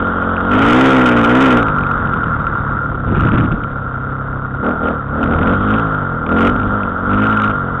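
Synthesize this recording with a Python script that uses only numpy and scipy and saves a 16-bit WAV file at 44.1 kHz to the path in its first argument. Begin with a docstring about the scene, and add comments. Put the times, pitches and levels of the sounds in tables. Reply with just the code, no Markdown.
"""A small single-cylinder four-stroke rides a rough dirt track, heard by a microphone on board.
It starts on open throttle and revs up through gusts in the first two seconds, slows by 3 s to a low thump as a hard
gust and sharp ticks break in, takes two brief stabs of throttle before 5 s, then revs and eases to the end.
Exhaust pulses are sums of harmonics weighted by pipe resonances; bark, clatter, ticks, hiss and wind are
filtered impulses and noise. A preamplifier saturates on the loud passages and passes only a narrow band."""
import sys
import numpy as np
from scipy import signal
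from scipy.fft import rfft, irfft
from scipy.io import wavfile
from scipy.ndimage import uniform_filter1d

SR = 44100
rng = np.random.default_rng(int(sys.argv[2]) if len(sys.argv) > 2 else 0)


def master(y):
    """Save y as 16-bit WAV."""
    cut = np.clip(np.atleast_2d(y).T, -1, 1)
    pcm = np.round(cut * 32767)  # scale
    wavfile.write(sys.argv[1], SR, pcm.astype(np.int16))


N = 343980  # samples

CRUISE_HZ = 45  # firing rate at cruising speed
RELEASE_S = 0.11  # the throttle closes
RUT_FADE_S = 0.13
BREEZE_DB, GUST_FALL_S = -31.5, 0.32
SMALL_TICKS_PER_S, SMALL_TICK_DB, SMALL_TICK_SPREAD_DB = 2.2, -31.5, -1.5
BAND_HZ, TOP_HZ = 3680, 15800  # band limits after the first and second saturation


def undb(db):
    """Decibels are logarithmic: 20 dB is a tenfold amplitude."""
    return 10 ** (np.asarray(db) / 20)


def steady(x, size=8820):
    """Level normalization: division by a running rms leaves only the fast flutter."""
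    power = uniform_filter1d(uniform_filter1d(x ** 2, size), size // 2)
    return x / np.sqrt(np.abs(power) + 1e-18)


def lowpass(x, hz, order=2):
    """Butterworth filtering: a smooth roll-off above hz."""
    return signal.sosfilt(signal.butter(order, hz, fs=SR, output="sos"), x)


def cut(x, hz):
    """Elliptic filtering: a steep band limit."""
    return signal.sosfilt(signal.ellip(8, 0.2, 75, hz, fs=SR, output="sos"), x)


def resonate(x, resonances):
    """Modal superposition: parallel band-pass resonances, neighbours of opposite sign."""
    total = 0
    for k, (hz, width, db) in enumerate(resonances):
        b, a = signal.iirpeak(hz, hz / width, fs=SR)
        total = total + (-1) ** k * undb(db) * signal.lfilter(b, a, x)
    return total


def colour(x, spectrum, size=8192):
    """Minimum-phase filtering: a causal response of given spectrum, so blows ring after they land."""
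    hz, db = np.transpose(spectrum)
    bins_hz = np.arange(size // 2 + 1) * SR / size
    gain = undb(np.interp(np.log(bins_hz + 1), np.log(hz), db))
    # folding the cepstrum onto positive time makes the response causal
    cepstrum = irfft(np.log(gain))
    cepstrum[1:size // 2] *= 2
    cepstrum[size // 2 + 1:] = 0
    response = irfft(np.exp(rfft(cepstrum)))
    return signal.fftconvolve(x, response)[:N]


def strokes(cycles, place, jitter, scatter_db):
    """Cyclic excitation: one impulse per engine cycle, each with its own timing and size."""
    count = int(cycles[-1]) + 1
    late, size = rng.standard_normal((1024, 2))[:count].T
    phase = np.arange(count) + place + jitter * late
    at = np.interp(phase, cycles, np.arange(N), left=N, right=N)
    return np.bincount(at.astype(int), undb(scatter_db * size), N + 1)[:N]


def puffs(pulses, decay_s):
    """Noise burst: each impulse opens an exponentially decaying envelope on noise."""
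    envelope = signal.lfilter([1], [1, -np.exp(-1 / (decay_s * SR))], pulses)
    return envelope * rng.standard_normal(N)


def harmonics(angle, firing_hz, spectrum, lags):
    """Source-filter principle: harmonics from the fifth up slide through fixed pipe resonances."""
    hz, db = np.transpose(spectrum)
    total = 0
    for k, lag in enumerate(lags, 5):
        gain = np.interp(k * firing_hz, hz, undb(db))
        total = total + gain * np.cos(k * angle - lag)
    return steady(total)


def swell(start, length, rise, fall):
    """Piecewise-linear envelope: rise from 0 towards 1, hold until the length is over, fall back."""
    since = np.arange(N) / SR - start
    return np.clip(np.minimum(since / rise, 1 - (since - length) / fall), 0, 1)


def saturate(x, onset, top):
    """Amplitude compression: linear up to the onset, then bending over to the top."""
    room = max(top - onset, 1e-3)
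    inside = np.clip(x, -onset, onset)
    return inside + room * np.tanh((x - inside) / room)


def engine_speed():
    """Kinematics of the engine: the firing rate runs in straight lines between the points."""
    # Each row: time in seconds, firing rate in Hz.
    speed = [(0.0, 45.24), (0.32, 44.6), (0.46, 45.2), (0.82, 66.33), (0.91, 66.5), (1.24, 56.66),
             (1.43, 67.6), (1.61, 57.3), (1.78, 46.67), (2.06, 44.87), (2.35, 37.33), (2.58, 35.74),
             (2.87, 35.65), (3.0, 33.66), (3.37, 36.59), (3.54, 37.47), (3.91, 32), (4.17, 34.1),
             (4.58, 32.95), (4.69, 40.47), (4.93, 39.8), (5.06, 33.3), (5.19, 38.77), (5.3, 37.88),
             (5.8, 56.4), (6.04, 46.94), (6.23, 38.16), (6.5, 48.35), (6.78, 51.86), (6.89, 44.8),
             (7.02, 45.1), (7.25, 54), (7.49, 52.43), (7.65, 44.6), (7.8, 42.95)]
    s, hz = np.transpose(speed)
    return np.interp(np.arange(N) / SR, s, hz)


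def throttle():
    """Load control: how far the throttle is open (0-1), and the lift in dB it gives each layer."""
    # Each row: start in seconds, length in seconds, rise in seconds, then the lifts in dB of drone,
    # overtones, bark, clatter and hiss.
    pulls = [(-.1, 0.96, .05, 1.5, 4.5, 4.5, 2.5, 9), (0.445, 0.43, 0.1, 4.5, 14.5, 9.5, 7.5, 16),
             (0.803, 0.76, 0.14, 3.5, 9, 9.5, 5.5, 6), (4.61, 0.076, 0.034, 1, 11.5, 10.5, 4.5, 5),
             (4.785, 0.076, 0.075, -3, 11, 13.5, 4.5, 15), (5.109, 0.39, 0.12, 6, 10.5, 10, 4, 7),
             (5.38, .36, .1, 3.5, 4.5, 2.5, 1.2, 7), (6.192, 0.27, 0.2, 6, 15.5, 11.5, 7, 8),
             (6.393, 0.61, 0.095, -2, 0, 1, -2.5, -2), (7.017, .21, 0.096, 5.5, 7.5, 2, 3, -9),
             (7.196, 0.27, 0.096, 2.5, 0.5, -0.5, 4.5, 2)]
    # Power of the opening for drone, overtones, bark, clatter and hiss; the smaller, the earlier in the rise.
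    response = [1.1, 0.91, .85, 1.2, 1]
    opens, lifts = [], []
    for start, length, rise, *lift_db in pulls:
        opening = swell(start, length, rise, RELEASE_S)
        opens.append(opening)
        lifts.append([db * opening ** power for db, power in zip(lift_db, response)])
    # the largest wins; a shut pull counts as a lift of 0 dB
    return np.max(opens, axis=0), np.max(lifts, axis=0)


def drone_levels(octaves, opening, lift_db):
    """Load-dependent spectrum: low harmonics follow speed; the open throttle crossfades their levels."""
    # Rows for the 2nd, 3rd and 4th harmonic of the firing rate. Each row: shut level in dB at cruising
    # speed, its slope in dB per octave of speed, open level in dB at cruising speed, its slope in dB per octave.
    low_harmonics = [(-28.5, 11, -27.5, 9.5), (-25, 12.5, -48, 47.5), (-31, -11.5, -29.5, 34.5)]
    levels = []
    for shut_db, shut_slope, open_db, open_slope in low_harmonics:
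        shut = shut_db + shut_slope * octaves
        opened = open_db + open_slope * octaves
        levels.append((1 - opening) * shut + opening * opened + lift_db)
    return levels


def exhaust(cycles, firing_hz, drone_db, overtones_db, bark_db):
    """Fourier synthesis: low harmonics add up to one thump per cycle; throttle brings out higher ones."""
    # Resonances of the pipe for the body of the tone. Each row: frequency in Hz, relative level in dB.
    pipe_body = [(150, -5.5), (215, 13.5), (280, 10), (335, -5), (410, -7), (500, -14.5), (580, -27),
                 (800, -38.5)]
    # The same for its upper edge. Each row: frequency in Hz, relative level in dB.
    pipe_edge = [(280, -28), (400, -5), (500, 3.5), (575, -6.5), (650, -3), (780, -5.5), (1000, -7.5),
                 (1250, -14.5)]
    # no two firings come equally early or equally hard
    wobble = steady(lowpass(rng.standard_normal(N), hz=22.1))
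    strength = steady(lowpass(rng.standard_normal(N), hz=22.1))
    angle = 2 * np.pi * (cycles + 0.0035 * wobble - 0.1)
    second_db, third_db, fourth_db = drone_db
    drone = undb(second_db - 9.5) * np.sin(angle)
    drone += undb(second_db) * np.sin(2 * angle)
    drone += undb(third_db) * np.sin(3 * angle)
    drone += undb(fourth_db) * np.sin(4 * angle)
    # reflections in the silencer delay the upper harmonics and scatter their phases, blunting each pulse
    late = angle - 2 * np.pi * 0.1409
    lags = 1.25 * rng.standard_normal(20)  # radians
    body = undb(overtones_db) * harmonics(late, firing_hz, pipe_body, lags)
    edge = undb(bark_db - 4.5) * harmonics(late, firing_hz, pipe_edge, lags)
    return (np.sqrt(2) * drone + body + edge) * undb(1.2 * strength)


def bark(cycles):
    """Flow noise exciting resonators: gas rushes after each firing and rings the upper pipe modes."""
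    # Each row: frequency in Hz, bandwidth in Hz, relative level in dB.
    pipe_modes = [(239, 79, -3), (501, 120, 0.5), (676, 170, 1), (810, 310, -4), (1260, 490, -9.5)]
    firings = strokes(cycles, place=0.15, jitter=0.0011, scatter_db=-1.0)
    gas = puffs(firings, decay_s=0.012)
    return steady(lowpass(resonate(gas, pipe_modes), hz=1270, order=4))


def clatter(cycles):
    """Impact excitation: piston and valves knock in step, loose parts rattle at random, the frame rings."""
    # Metal knocks within a cycle. Each row: place in the cycle (0-1), relative level in dB.
    knock_places = [(.03, 5), (0.271, 0.5), (0.518, 2), (0.762, -1.5)]
    # Response of engine and frame. Each row: frequency in Hz, relative level in dB.
    frame_spectrum = [(300, -48), (700, -22), (1000, -13.5), (1200, -7.5), (1310, -4), (1395, 2.5),
                      (1450, -5.5), (1550, -11.5), (1700, -22), (2000, -29.5), (2400, -44), (3700, -44.5)]
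    knocks = sum(undb(db) * strokes(cycles, place, jitter=0.025, scatter_db=0.5)
                 for place, db in knock_places)
    chance, size = rng.random(N), rng.standard_normal(N)
    # some hundreds of taps a second
    rattle = size / (1 + np.exp(np.minimum(chance * SR - 260, 30)))
    scrape = puffs(knocks, decay_s=0.0047)
    blows = undb(-4) * steady(knocks) + steady(scrape) + undb(-4.5) * steady(rattle)
    return steady(colour(blows, frame_spectrum))


def ruts_lift():
    """Forced vibration: rutted stretches shake the frame and lift the clatter, in dB."""
    # Each row: start in seconds, length in seconds, lift of clatter in dB.
    stretches = [(1.588, 1.29, 3.5), (2.153, 0.58, 1.5), (3.056, 0.33, 6.5), (3.75, 0.3, 1.5)]
    return sum(db * swell(start, length, RUT_FADE_S, RUT_FADE_S) for start, length, db in stretches)


def ticks():
    """Impulse response: an impulse with a brief noise burst rings broadly for a millisecond or two."""
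    # Short bright ticks, the loudest under open throttle. Each row: time in seconds, level in dB before the ring.
    tick_times = [(0.2387, -16.5), (0.3661, -10), (1.835, -9), (1.8689, -14), (2.0734, -15),
                  (2.2404, -10.5), (3.1567, -6.5), (3.197, -11), (3.2724, -13), (3.3183, -10),
                  (3.3465, -11), (3.3827, -6), (3.4584, -19), (3.522, -13), (3.6378, -13), (4.6468, -19),
                  (4.8727, -16), (5.4302, -11), (5.7391, -6), (6.2649, -10.5), (6.4706, -4), (6.6314, -12),
                  (6.833, -11), (7.132, -13), (7.23, -13), (7.3074, -17), (7.3989, -1), (7.4358, -5.5),
                  (7.512, -13)]
    s, db = np.transpose(tick_times)
    chance, size = rng.random(N), rng.standard_normal(N)
    # small ticks fall at random between
    small = (chance < SMALL_TICKS_PER_S / SR) * undb(SMALL_TICK_DB + SMALL_TICK_SPREAD_DB * size)
    impulses = np.bincount((s * SR).astype(int), undb(db), N) + small
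    snap = impulses + undb(-16.5) * puffs(impulses, decay_s=0.0015)
    ring = [(2500, 1000, 0)]  # Hz, bandwidth in Hz, dB
    return undb(15) * resonate(resonate(snap, ring), ring)


def hiss(cycles):
    """Amplitude modulation: a thin band of noise flutters with the crank, twice per engine cycle."""
    flutter = 1 + 0.31 * np.sin(2 * np.pi * 2 * cycles)
    noise = rng.standard_normal(N) * flutter
    band = [(3170, 800, 0)]  # Hz, bandwidth in Hz, dB
    return steady(resonate(resonate(noise, band), band))


def gust_level():
    """Wind strength in dB: the strongest gust of the moment rises over a constant breeze."""
    # Each row: start in seconds, length in seconds, rise in seconds, lift of wind strength in dB.
    gusts = [(0.377, 0.24, 0.17, 13), (1.352, 0.99, 0.15, 9), (2.203, 0.77, 0.14, 7),
             (3.016, 0.41, 0.086, 21), (5.1, 0.42, .15, 14), (6.383, 0.22, 0.18, 13)]
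    lifts = [db * swell(start, length, rise, GUST_FALL_S) for start, length, rise, db in gusts]
    return BREEZE_DB + np.max(lifts, axis=0)


def wind(gust_db):
    """Turbulent pressure at the microphone: quick low shoves; the stronger the gust, the higher it reaches."""
    # Slow turbulence. Each row: frequency in Hz, relative level in dB.
    rumble_spectrum = [(10, -27), (25, -10), (42, 4.5), (80, -4.5), (160, -9), (300, -16), (1000, -43)]
    # Turbulence of the gusts. Each row: frequency in Hz, relative level in dB.
    buffet_spectrum = [(20, -23.5), (70, -3), (145, 2), (300, -5), (500, -20.5), (1000, -34), (2500, -74)]
    shoves = undb(3.2 * steady(lowpass(rng.standard_normal(N), hz=24)))
    rumble = steady(colour(rng.standard_normal(N), rumble_spectrum) * shoves)
    buffet = steady(colour(rng.standard_normal(N), buffet_spectrum) * shoves)
    return undb(0.49 * gust_db - 15) * rumble + undb(1.294 * gust_db + 3.5) * buffet


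def scene():
    """Superposition: speed and throttle drive the engine layers; all is close, with no echo in the open field."""
    # Rows for overtones, bark, clatter and hiss with the throttle shut.
    # Each row: level in dB at cruising speed, slope in dB per octave of speed.
    coasting = [(-27.5, 8), (-27, 13), (-21, 10), (-55.5, 22.5)]
    firing_hz = engine_speed()
    opening, (drone_lift_db, *lifts_db) = throttle()
    cycles = np.cumsum(firing_hz) / SR
    octaves = np.log2(firing_hz / CRUISE_HZ)
    drone_db = drone_levels(octaves, opening, drone_lift_db)
    overtones_db, bark_db, clatter_db, hiss_db = (
        db + slope * octaves + lift for (db, slope), lift in zip(coasting, lifts_db))
    # combustion is ragged at low speed and cleans up as the engine revs
    ragged_db = np.interp(firing_hz, [38, 50, 65], [-3.5, -8, -10])
    engine = exhaust(cycles, firing_hz, drone_db, overtones_db, bark_db)
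    engine = engine + undb(bark_db + ragged_db) * bark(cycles)
    machine = undb(clatter_db + ruts_lift()) * clatter(cycles)
    machine = machine + ticks() + undb(hiss_db) * hiss(cycles)
    return (engine + machine + wind(gust_level()))[None]


def record(dry):
    """Nonlinear distortion: the preamplifier clips, the band is narrow, overshooting peaks rasp."""
    narrow = cut(saturate(dry, onset=0.46, top=0.46), BAND_HZ)
    return cut(saturate(narrow, onset=0.43, top=0.52), TOP_HZ)


dry = scene()
out = record(dry)
master(out)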